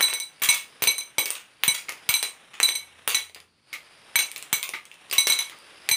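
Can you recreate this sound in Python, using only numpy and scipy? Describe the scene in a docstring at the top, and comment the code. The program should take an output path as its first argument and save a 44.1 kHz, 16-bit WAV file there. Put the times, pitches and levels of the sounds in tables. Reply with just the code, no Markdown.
"""Marbles dropping into glass bowls.

Glass marbles rumble and whine down three plastic channels into bowls already heaped with marbles.
Each impact is a brief click that spreads through the heap as a rattle and excites the damped modes
of the bowl wall. The bowls thud on a wooden floor in a small, hard room; one microphone is close."""
import sys
import numpy as np
from scipy import signal
from scipy.fft import rfft, irfft, next_fast_len
from scipy.io import wavfile
from scipy.ndimage import map_coordinates

SR = 44100
rng = np.random.default_rng(int(sys.argv[2]) if len(sys.argv) > 2 else 0)


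def transcribe(u):
    """Save the signal u as a 16-bit wav file named by the first command-line argument.

    u: samples, shape (n,) or (channels, n), limited to [-1, 1]; the rate is SR.
    q: integer samples, one column per channel.
    """
    v = np.clip(np.atleast_2d(u).T, -1, 1)
    q = np.round(v * 32767).astype(np.int16)
    wavfile.write(sys.argv[1], SR, q)


N = 262836
LENGTH = 16384  # samples in one impact
TIME, AGE = np.arange(N) / SR, np.arange(LENGTH) / SR
HZ = np.fft.rfftfreq(LENGTH, 1 / SR)

# reverberation of the room: (frequency [Hz], t60 [s])
ROOM_T60 = [(100, .25), (500, .36), (1400, .31), (3700, .235), (9700, .235), (15000, .23)]
# spectrum of the room noise: (frequency [Hz], level [dB])
AMBIENT_SPECTRUM = [(15, -58.5), (25, -18.5), (92, -7.5), (145, -2.5), (503, -14.5), (1020, -27.5),
                    (1160, -29), (4370, -22.5), (4870, -24.5), (5430, -24), (16000, -51.5)]
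# spectrum of glass rolling on plastic: (frequency [Hz], level [dB])
ROLLING_SPECTRUM = [(40, -21), (120, -9), (450, -4), (700, -3), (1150, -2), (2600, -1), (3900, -5),
                    (4600, -18), (5500, -14), (7000, -18), (8200, -16), (9400, -10), (11000, -20),
                    (16000, -40)]
# response of the floorboard: (frequency [Hz], level [dB])
FLOOR_SPECTRUM = [(25, -19.5), (70, -1), (135, 5.5), (200, -2.5), (350, -15), (900, -32.5), (3000, -82.5)]
# spectrum of one glass contact: (frequency [Hz], level [dB])
CLICK_SPECTRUM = [(60, -27), (200, -19.5), (420, -3.5), (740, -10), (950, -8), (1500, -9), (2300, 4.5),
                  (3300, 1), (5300, -10), (6900, -9), (7900, -7.5), (9300, -2.5), (11500, -12.5),
                  (15500, -14)]
# spectrum of collisions within the heap: (frequency [Hz], level [dB])
HEAP_SPECTRUM = [(60, -22), (200, -21.5), (420, -14.5), (740, -8), (950, -7.5), (1100, 1), (1600, -4.5),
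                 (2300, 5), (3300, 4), (5400, -7.5), (6900, -1.5), (7900, -8), (9500, -2), (11500, -20),
                 (15500, -12.5)]
# resonances of a plastic channel: (frequency [Hz], bandwidth [Hz], level [dB])
CHANNEL_MODES = [(410, 240, -25.5), (905, 28, -13.5), (1210, 47, -8), (2130, 203, -3), (2890, 2340, -19),
                 (4070, 160, -16)]
# wall modes damped by the heap, in the order lowest, main, upper ones:
# (frequency [Hz], level among the upper modes [dB], t60 [s])
BOWL_MODES = [(2238, 0, .1), (3966, 0, .13), (6064, -1, .1), (8505, 0, .105), (11240, -6, .08)]
# the bowl's highest modes: (frequency [Hz], bandwidth [Hz], level [dB])
SHIMMER_MODES = [(10170, 50, -9), (11900, 60, -2), (12060, 55, 0), (12862, 35, -1), (12998, 35, -1),
                 (13600, 35, -6), (13820, 50, -3), (14295, 45, -2), (14830, 55, -2), (15205, 45, 1)]
# each channel with its bowl, by name: (main mode [Hz], thud hardness [dB/octave], two whines),
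# each whine at landing being (frequency [Hz], level over the rumble [dB])
LANES = {"near": (3998, 0.33, [(5020, -7), (10000, -17)]), "middle": (3972, 11.7, [(5650, -18),
         (9600, -17.5)]), "far": (3954, 9.5, [(5650, -21.5), (9700, -15.5)])}
# dull knocks on the channels: (time [s], level [dB], tilt [dB/octave])
KNOCKS = [(1.885, -30, -1.5), (3.729, -29.5, 4.5), (4.7361, -27.5, 0.5), (5.519, -42.5, -15)]
# light taps on the near channel: (time [s], level [dB])
PINGS = [(3.347, -36.5), (3.4026, -43.5), (5.099, -38), (5.1126, -23)]
# a marble lands on the heap:
# (time [s], lane, rolling [dB], click [dB], rattle [dB], shimmer [dB], ring [dB], thud [dB])
LANDINGS = [(.0078, "far", -32.5, -10, -31, -30, -36.5, -51.5),
            (.419, "far", -56.5, -22, -23, -28.5, -45, -50), (.822, "near", -54, -15.5, -26, -27, -39, -46),
            (1.183, "middle", -56.5, -12.5, -40, -29.5, -30, -42),
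            (1.6362, "far", -57.5, -6.5, -26.5, -29.5, -53, -56),
            (2.0908, "near", -51.5, -12.5, -25, -26, -31, -41.5),
            (2.6017, "middle", -53.5, -10, -35, -45, -43, -71),
            (3.0769, "far", -53.5, -9, -29, -30.5, -49.5, -52),
            (4.1567, "near", -53.5, -10, -31.5, -28, -28.5, -47.5),
            (4.529, "middle", -50.5, -8.5, -30, -27.5, -32.5, -36),
            (5.127, "far", -55, -17, -24, -30, -41.5, -66),
            (5.2707, "far", -56.5, -10.5, -22.5, -33, -35, -70),
            (5.8899, "near", -49.5, -9.5, -40, -31, -38, -60)]
# a marble rebounds against the wall; lean is added to the main mode and taken from the lowest:
# (time [s], ring [dB], lean [dB], click [dB], rattle [dB], thud [dB])
REBOUNDS = [(.026, -27.5, 7, -28, -42, -66), (0.098, -40.5, -1.5, -45, -50, -69),
            (0.1367, -36, 3.5, -21, -52, -75), (0.2006, -39.5, 4, -20, -64.5, -71.5),
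            (0.4881, -24, 0, -23, -20.5, -44), (0.8728, -25.5, 2.5, -11, -41, -47.5),
            (.982, -38, 4, -18.5, -46, -72), (1.6797, -26.5, 2.5, -10, -37, -35.5),
            (2.14, -29, 3.5, -13.5, -32, -55), (2.228, -37, 2.5, -13.5, -30, -71),
            (2.63, -27, 8, -10.5, -36, -48), (2.683, -32.5, 3, -37, -58, -75),
            (2.753, -37, 3, -24, -42, -72), (3.146, -30, 4, -14.5, -24.5, -51),
            (4.19, -32.5, 0.5, -12, -25.5, -55), (5.1812, -24.5, 4.5, -14.5, -45, -44.5),
            (5.2977, -28, 1, -38, -31, -51), (5.322, -35, 11.5, -19, -28, -72),
            (5.389, -33.5, 3, -20, -28.5, -68), (5.9128, -27, 2.5, -20, -49, -45.5)]
# lighter clicks in the settling heap or on a channel joint:
# (time [s], click [dB], tilt [dB/octave], rattle [dB])
SETTLES = [(0.082, -24, -7, -30), (0.1299, -18.5, -2, -43), (.436, -19.5, 7.5, -19),
           (.543, -19, 6.5, -25.5), (0.8393, -11.5, -1.5, -38), (1.01, -31, 0, -59), (1.192, -16, 0, -34),
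           (1.2576, -16, -1, -31), (1.3047, -13, -2.5, -34), (1.3534, -28, -2, -35), (1.745, -25, 3, -27),
           (1.8932, -20, 0, -41), (1.9228, -27.5, 1.5, -62), (2.5347, -43, -9, -39),
           (2.6899, -15, 1.5, -47), (3.091, -25, 2.5, -22), (3.297, -41, -5, -65.5),
           (3.3471, -31, 1, -53.5), (3.361, -38.5, -14, -46), (4.3159, -24.5, 3, -58),
           (4.3618, -22, -0.5, -37.5), (4.3798, -27.5, 11, -62), (4.426, -25.5, 1, -46),
           (4.629, -16.5, 1, -29.5), (4.6917, -20, 2.5, -57), (4.8542, -36, -2, -51),
           (4.9152, -33, -3.5, -49), (5.4977, -29.5, 1, -47)]

CREEP_S, RUN_S = 0.45, 0.49  # a marble creeps along the top of its channel, then runs down


def amp(db):
    """Decibels to amplitude ratio."""
    return 10 ** (np.asarray(db) / 20)


def unit(x):
    """Normalise to rms 1."""
    return x / np.sqrt(np.mean(x ** 2) + 1e-20)


def burst(x, span_s):
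    """Normalise a transient to the energy of rms 1 held for span_s."""
    return x * np.sqrt(span_s * SR / (np.sum(x ** 2) + 1e-20))


def along(points, hz):
    """Interpolate (frequency [Hz], value) points on a logarithmic axis."""
    f, v = np.transpose(points)
    return np.interp(np.log(hz + 1), np.log(f + 1), v)


def add(track, s, x):
    """Superpose x on the track at s seconds."""
    start = max(0, round(s * SR))
    part = track[start:start + len(x)]
    part += x[:len(part)]


def decay(t60):
    """Exponential damping: 60 dB in t60 seconds."""
    return amp(-60 * AGE / t60)


def struck(x, db):
    """Minimum-phase filtering: the causal response to x, given the gain at each frequency."""
    cepstrum = irfft(np.log(np.maximum(amp(db), 1e-6)))
    cepstrum[1:LENGTH // 2] *= 2
    cepstrum[LENGTH // 2 + 1:] = 0
    return irfft(rfft(x) * np.exp(rfft(cepstrum)))


def noise(spectrum):
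    """Stationary noise of rms 1, shaped by (frequency [Hz], level [dB]) points."""
    size = next_fast_len(N + LENGTH)
    gain = amp(along(spectrum, np.fft.rfftfreq(size, 1 / SR)))
    return unit(irfft(rfft(rng.standard_normal(size)) * gain, size)[:N])


def wobble(rate_hz):
    """Smooth random modulation through rate_hz knots a second."""
    return map_coordinates(rng.standard_normal(int(N * rate_hz / SR) + 4), [TIME * rate_hz])


def slope(tilt):
    """Spectral tilt as a gain in dB: a harder contact carries more treble."""
    return tilt * np.log2(np.clip(HZ, 1500, 12000) / 4000)


def ripple(depth_db, spacing_hz):
    """Local resonance: each spot in the heap has its own spectral peaks and dips, in dB."""
    return depth_db * map_coordinates(rng.standard_normal(512), [HZ / spacing_hz], mode="wrap")


def resonances(modes):
    """Modal summation: the response of second-order resonators of alternating sign."""
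    return sum((-1) ** k * amp(db) * 1j * HZ * width / (hz * hz - HZ ** 2 + 1j * HZ * width)
               for k, (hz, width, db) in enumerate(modes))


def mode(hz, t60):
    """A damped oscillation that flutters in strength and phase, as under shifting marbles."""
    knots = .55 * (rng.standard_normal(64) + 1j * rng.standard_normal(64))
    flutter = np.interp(AGE, np.linspace(0, AGE[-1], len(knots)), knots)
    wave = np.real((1 + flutter) * np.exp(2j * np.pi * (hz * AGE + rng.random())))
    return wave * decay(t60) * (1 - np.exp(-AGE / 0.00067))


def collisions(per_s, lowest, t60):
    """A Poisson train of impulses, drawn between lowest and 1 and dying away."""
    return (rng.random(LENGTH) < per_s / SR) * rng.uniform(lowest, 1, LENGTH) * decay(t60)


def room_tail(build_s=0.00093):
    """Diffuse reverberation: decaying noise, different for each source position."""
    hz, t, bands = signal.stft(rng.standard_normal(LENGTH), SR, nperseg=256)
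    absorption = amp(-60 * t / along(ROOM_T60, hz)[:, None])
    tail = signal.istft(bands * absorption, SR, nperseg=256)[1][:LENGTH]
    tail *= 1 - np.exp(-AGE / build_s)
    return tail / np.linalg.norm(tail)


def in_room(x, tail, wet_db):
    """Direct sound plus its convolution with the room's tail."""
    return x + amp(wet_db) * irfft(rfft(x) * rfft(tail))


def background():
    """Ambient noise: a faint steady floor, with a low drone that swells once."""
    swell = np.interp(TIME, [2.6, 2.85, 3.35, 3.65], [0, 1, 1, 0])
    drone = amp(-67.0) * swell * np.sin(2 * np.pi * 86 * TIME + 0.47 * wobble(9))
    return amp(-71.5) * noise(AMBIENT_SPECTRUM) + drone


def rolling(creep_db=-9, pickup_s=0.018, rise_db_per_s=10.5, octaves_per_s=0.22, sink_db_per_s=12):
    """Roughness excitation: as a marble gains speed its rumble grows and its rising whines sink in."""
    power, whines, near_power = np.zeros((3, N))
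    # uneven contact smears each whine into a narrow band of noise
    grain = noise([(10, 0), (250, 0), (550, -9), (1500, -30), (4000, -70)])
    hollow = noise([(100, -30), (280, -3), (480, 0), (750, -6), (1500, -20), (4000, -60)])
    for s, lane, db, *_ in LANDINGS:
        span = (TIME > s - RUN_S - CREEP_S) & (TIME < s)
        to_go = s - TIME[span]
        creep = amp(creep_db) * np.sqrt(np.clip((RUN_S + CREEP_S - to_go) / CREEP_S, 0, 1))
        run = .5 + .5 * np.tanh((RUN_S - to_go) / pickup_s)
        level = amp(db - rise_db_per_s * to_go) * np.maximum(creep, run)
        for whine_hz, whine_db in LANES[lane][2]:
            phase = 2 * np.pi * np.cumsum(whine_hz * 2 ** (-octaves_per_s * to_go)) / SR
            whines[span] += amp(whine_db + sink_db_per_s * to_go) * level * np.sin(phase)
        power[span] += level ** 2
        near_power[span] += level ** 2 * (lane == "near")
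    uneven_db = .8 * wobble(14) + 1.1 * wobble(110)
    rumble = amp(uneven_db) * np.sqrt(power) * noise(ROLLING_SPECTRUM)
    hum = amp(-16.5 + 2.5 * wobble(25)) * np.sqrt(near_power) * hollow
    return rumble + whines * grain + hum


def channel_knocks(flight_s=0.0093, loss_db=7):
    """Inelastic bouncing: three ever weaker blows excite the plastic's modes; a light tap only pings."""
    track = np.zeros(N)
    body_db = 20 * np.log10(abs(resonances(CHANNEL_MODES)) + 1e-5)
    for s, db, tilt in KNOCKS:
        for hop in range(3):
            bump = rng.standard_normal(LENGTH) * decay(0.19)
            knock = amp(db - hop * loss_db) * burst(struck(bump, body_db + slope(tilt)), 0.012)
            add(track, s + hop * flight_s, in_room(knock, room_tail(), wet_db=-17))
    for s, db in PINGS:
        ping = amp(db) * burst(mode(hz=4900, t60=0.017), 0.0011)
        add(track, s, in_room(ping, room_tail(), wet_db=-9))
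    return track


def floor_thuds(knock_transfer_db=-27.5, knock_hardness=16):
    """Structure-borne sound: blows on bowl or channel give the floorboard one short push each."""
    track = np.zeros(N)
    pushes = [(s, db, lane_at(s)[1]) for s, *_, db in LANDINGS + REBOUNDS]
    pushes += [(s, db + knock_transfer_db, knock_hardness) for s, db, _ in KNOCKS]
    for s, db, hardness in pushes:
        board_db = along(FLOOR_SPECTRUM, HZ) + hardness * np.log2(np.clip(HZ, 100, 800) / 100)
        thud = amp(db) * burst(struck(np.exp(-AGE / 0.00024), board_db), 0.017)
        add(track, s, in_room(thud, room_tail(), wet_db=-19.5))
    return track


def lane_at(s):
    """The lane of the marble that landed last."""
    return LANES[[lane for start, lane, *_ in LANDINGS if start <= s][-1]]


def bowl_rings(landing_lean_db=-0.5):
    """Modal vibration: the spot and hardness of a blow set the balance of the wall's modes."""
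    track = np.zeros(N)
    mode_hz = np.array(BOWL_MODES)[:, 0]
    hits = [(s, ring, landing_lean_db) for s, *_, ring, _ in LANDINGS] + [row[:3] for row in REBOUNDS]
    for s, db, lean in hits:
        low_db, main_db = db - lean - .8, db + lean - .4
        # the bowls differ most in their low modes
        tuning = 1 + (lane_at(s)[0] / mode_hz[1] - 1) * np.sqrt(mode_hz[1] / mode_hz)
        tail = room_tail()
        low, main, *partials = [amp(level) * unit(in_room(mode(hz * ratio, t60), tail, wet_db=-2))
                                for (hz, level, t60), ratio in zip(BOWL_MODES, tuning)]
        upper = sum(amp(rng.normal(0, 2)) * partial for partial in partials)
        ring = amp(low_db) * burst(low, 0.094) + amp(main_db) * burst(main, 0.06)
        ring += amp(db) * burst(upper, 0.11)
        # the whole rim flexes, a low note that the heap nearly chokes
        flex = amp(low_db - 13) * burst(in_room(mode(hz=935.6, t60=0.073), tail, wet_db=-5), 0.036)
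        # the shaking wall makes the marbles that touch it chatter
        taps = struck(collisions(per_s=1800, lowest=-0.78, t60=0.27), along(HEAP_SPECTRUM, HZ))
        chatter = amp(db - 7.5) * burst(in_room(taps, tail, wet_db=-3), 0.023)
        add(track, s, ring + flex + chatter)
    return track


def contacts(landing_tilt=-1.2, rebound_tilt=2, tick_tilt=1.5):
    """Every glass impact: (time [s], click [dB], tilt [dB/octave], rattle [dB], shimmer [dB])."""
    # landings share one tilt, as all marbles fall from one height
    rows = [(s, click, landing_tilt, heap, shimmer) for s, _, _, click, heap, shimmer, _, _ in LANDINGS]
    rows += [(s, click, rebound_tilt, heap, ring - 6.5) for s, ring, _, click, heap, _ in REBOUNDS]
    rows += [(s, click, tilt, heap, heap + 8 + 0.97 * click) for s, click, tilt, heap in SETTLES]
    # a tick on a flaw of the channel once a run, and one with each ping; neither reaches a bowl
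    ticks = [(s - RUN_S * rng.random(), rng.normal(-43.5, 1.5)) for s, *_ in LANDINGS]
    ticks += [(s, db + 3.5) for s, db in PINGS]
    return rows + [(s, db, tick_tilt, db - 18.5, -np.inf) for s, db in ticks if s > 0]


def marble_clacks():
    """Elastic impact: glass meets glass in a millisecond click; the heap rattles, the bowl shimmers."""
    track = np.zeros(N)
    contact_db, heap_db = along(CLICK_SPECTRUM, HZ), along(HEAP_SPECTRUM, HZ)
    wall = resonances(SHIMMER_MODES)
    for s, db, tilt, rattle_db, shimmer_db in contacts():
        contact = rng.standard_normal(LENGTH) * decay(0.0019)
        click_colour = contact_db + slope(tilt) + ripple(depth_db=2.5, spacing_hz=631)
        click = amp(db) * burst(struck(contact, click_colour), 0.00069)
        # the shock spreads through the heap as many tiny collisions
        jostles = collisions(per_s=1300, lowest=-1.12, t60=0.24)
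        rattle_colour = heap_db + slope(.5 * tilt) + ripple(depth_db=2.5, spacing_hz=222.3)
        rattle = amp(rattle_db) * burst(struck(jostles, rattle_colour), 0.0098)
        # the first of them drive the wall's highest modes
        shimmer = amp(shimmer_db) * burst(irfft(rfft(jostles * decay(0.069)) * wall), 0.024)
        add(track, s, in_room(click + rattle + shimmer, room_tail(), wet_db=-4))
    return track


def scene():
    """Superposition: the pressures of all sources add at one microphone."""
    return (marble_clacks() + bowl_rings() + floor_thuds() + channel_knocks() + rolling() + background())[None]


def record(dry):
    """Band limiting: a steep low-pass removes the highest treble."""
    top_hz, edge_hz = 15650, 250
    size = next_fast_len(N + LENGTH)
    passband = np.clip((top_hz - np.fft.rfftfreq(size, 1 / SR)) / edge_hz, 0, 1)
    return irfft(rfft(dry, size) * passband, size)[:, :N]


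dry = scene()
out = record(dry)
transcribe(out)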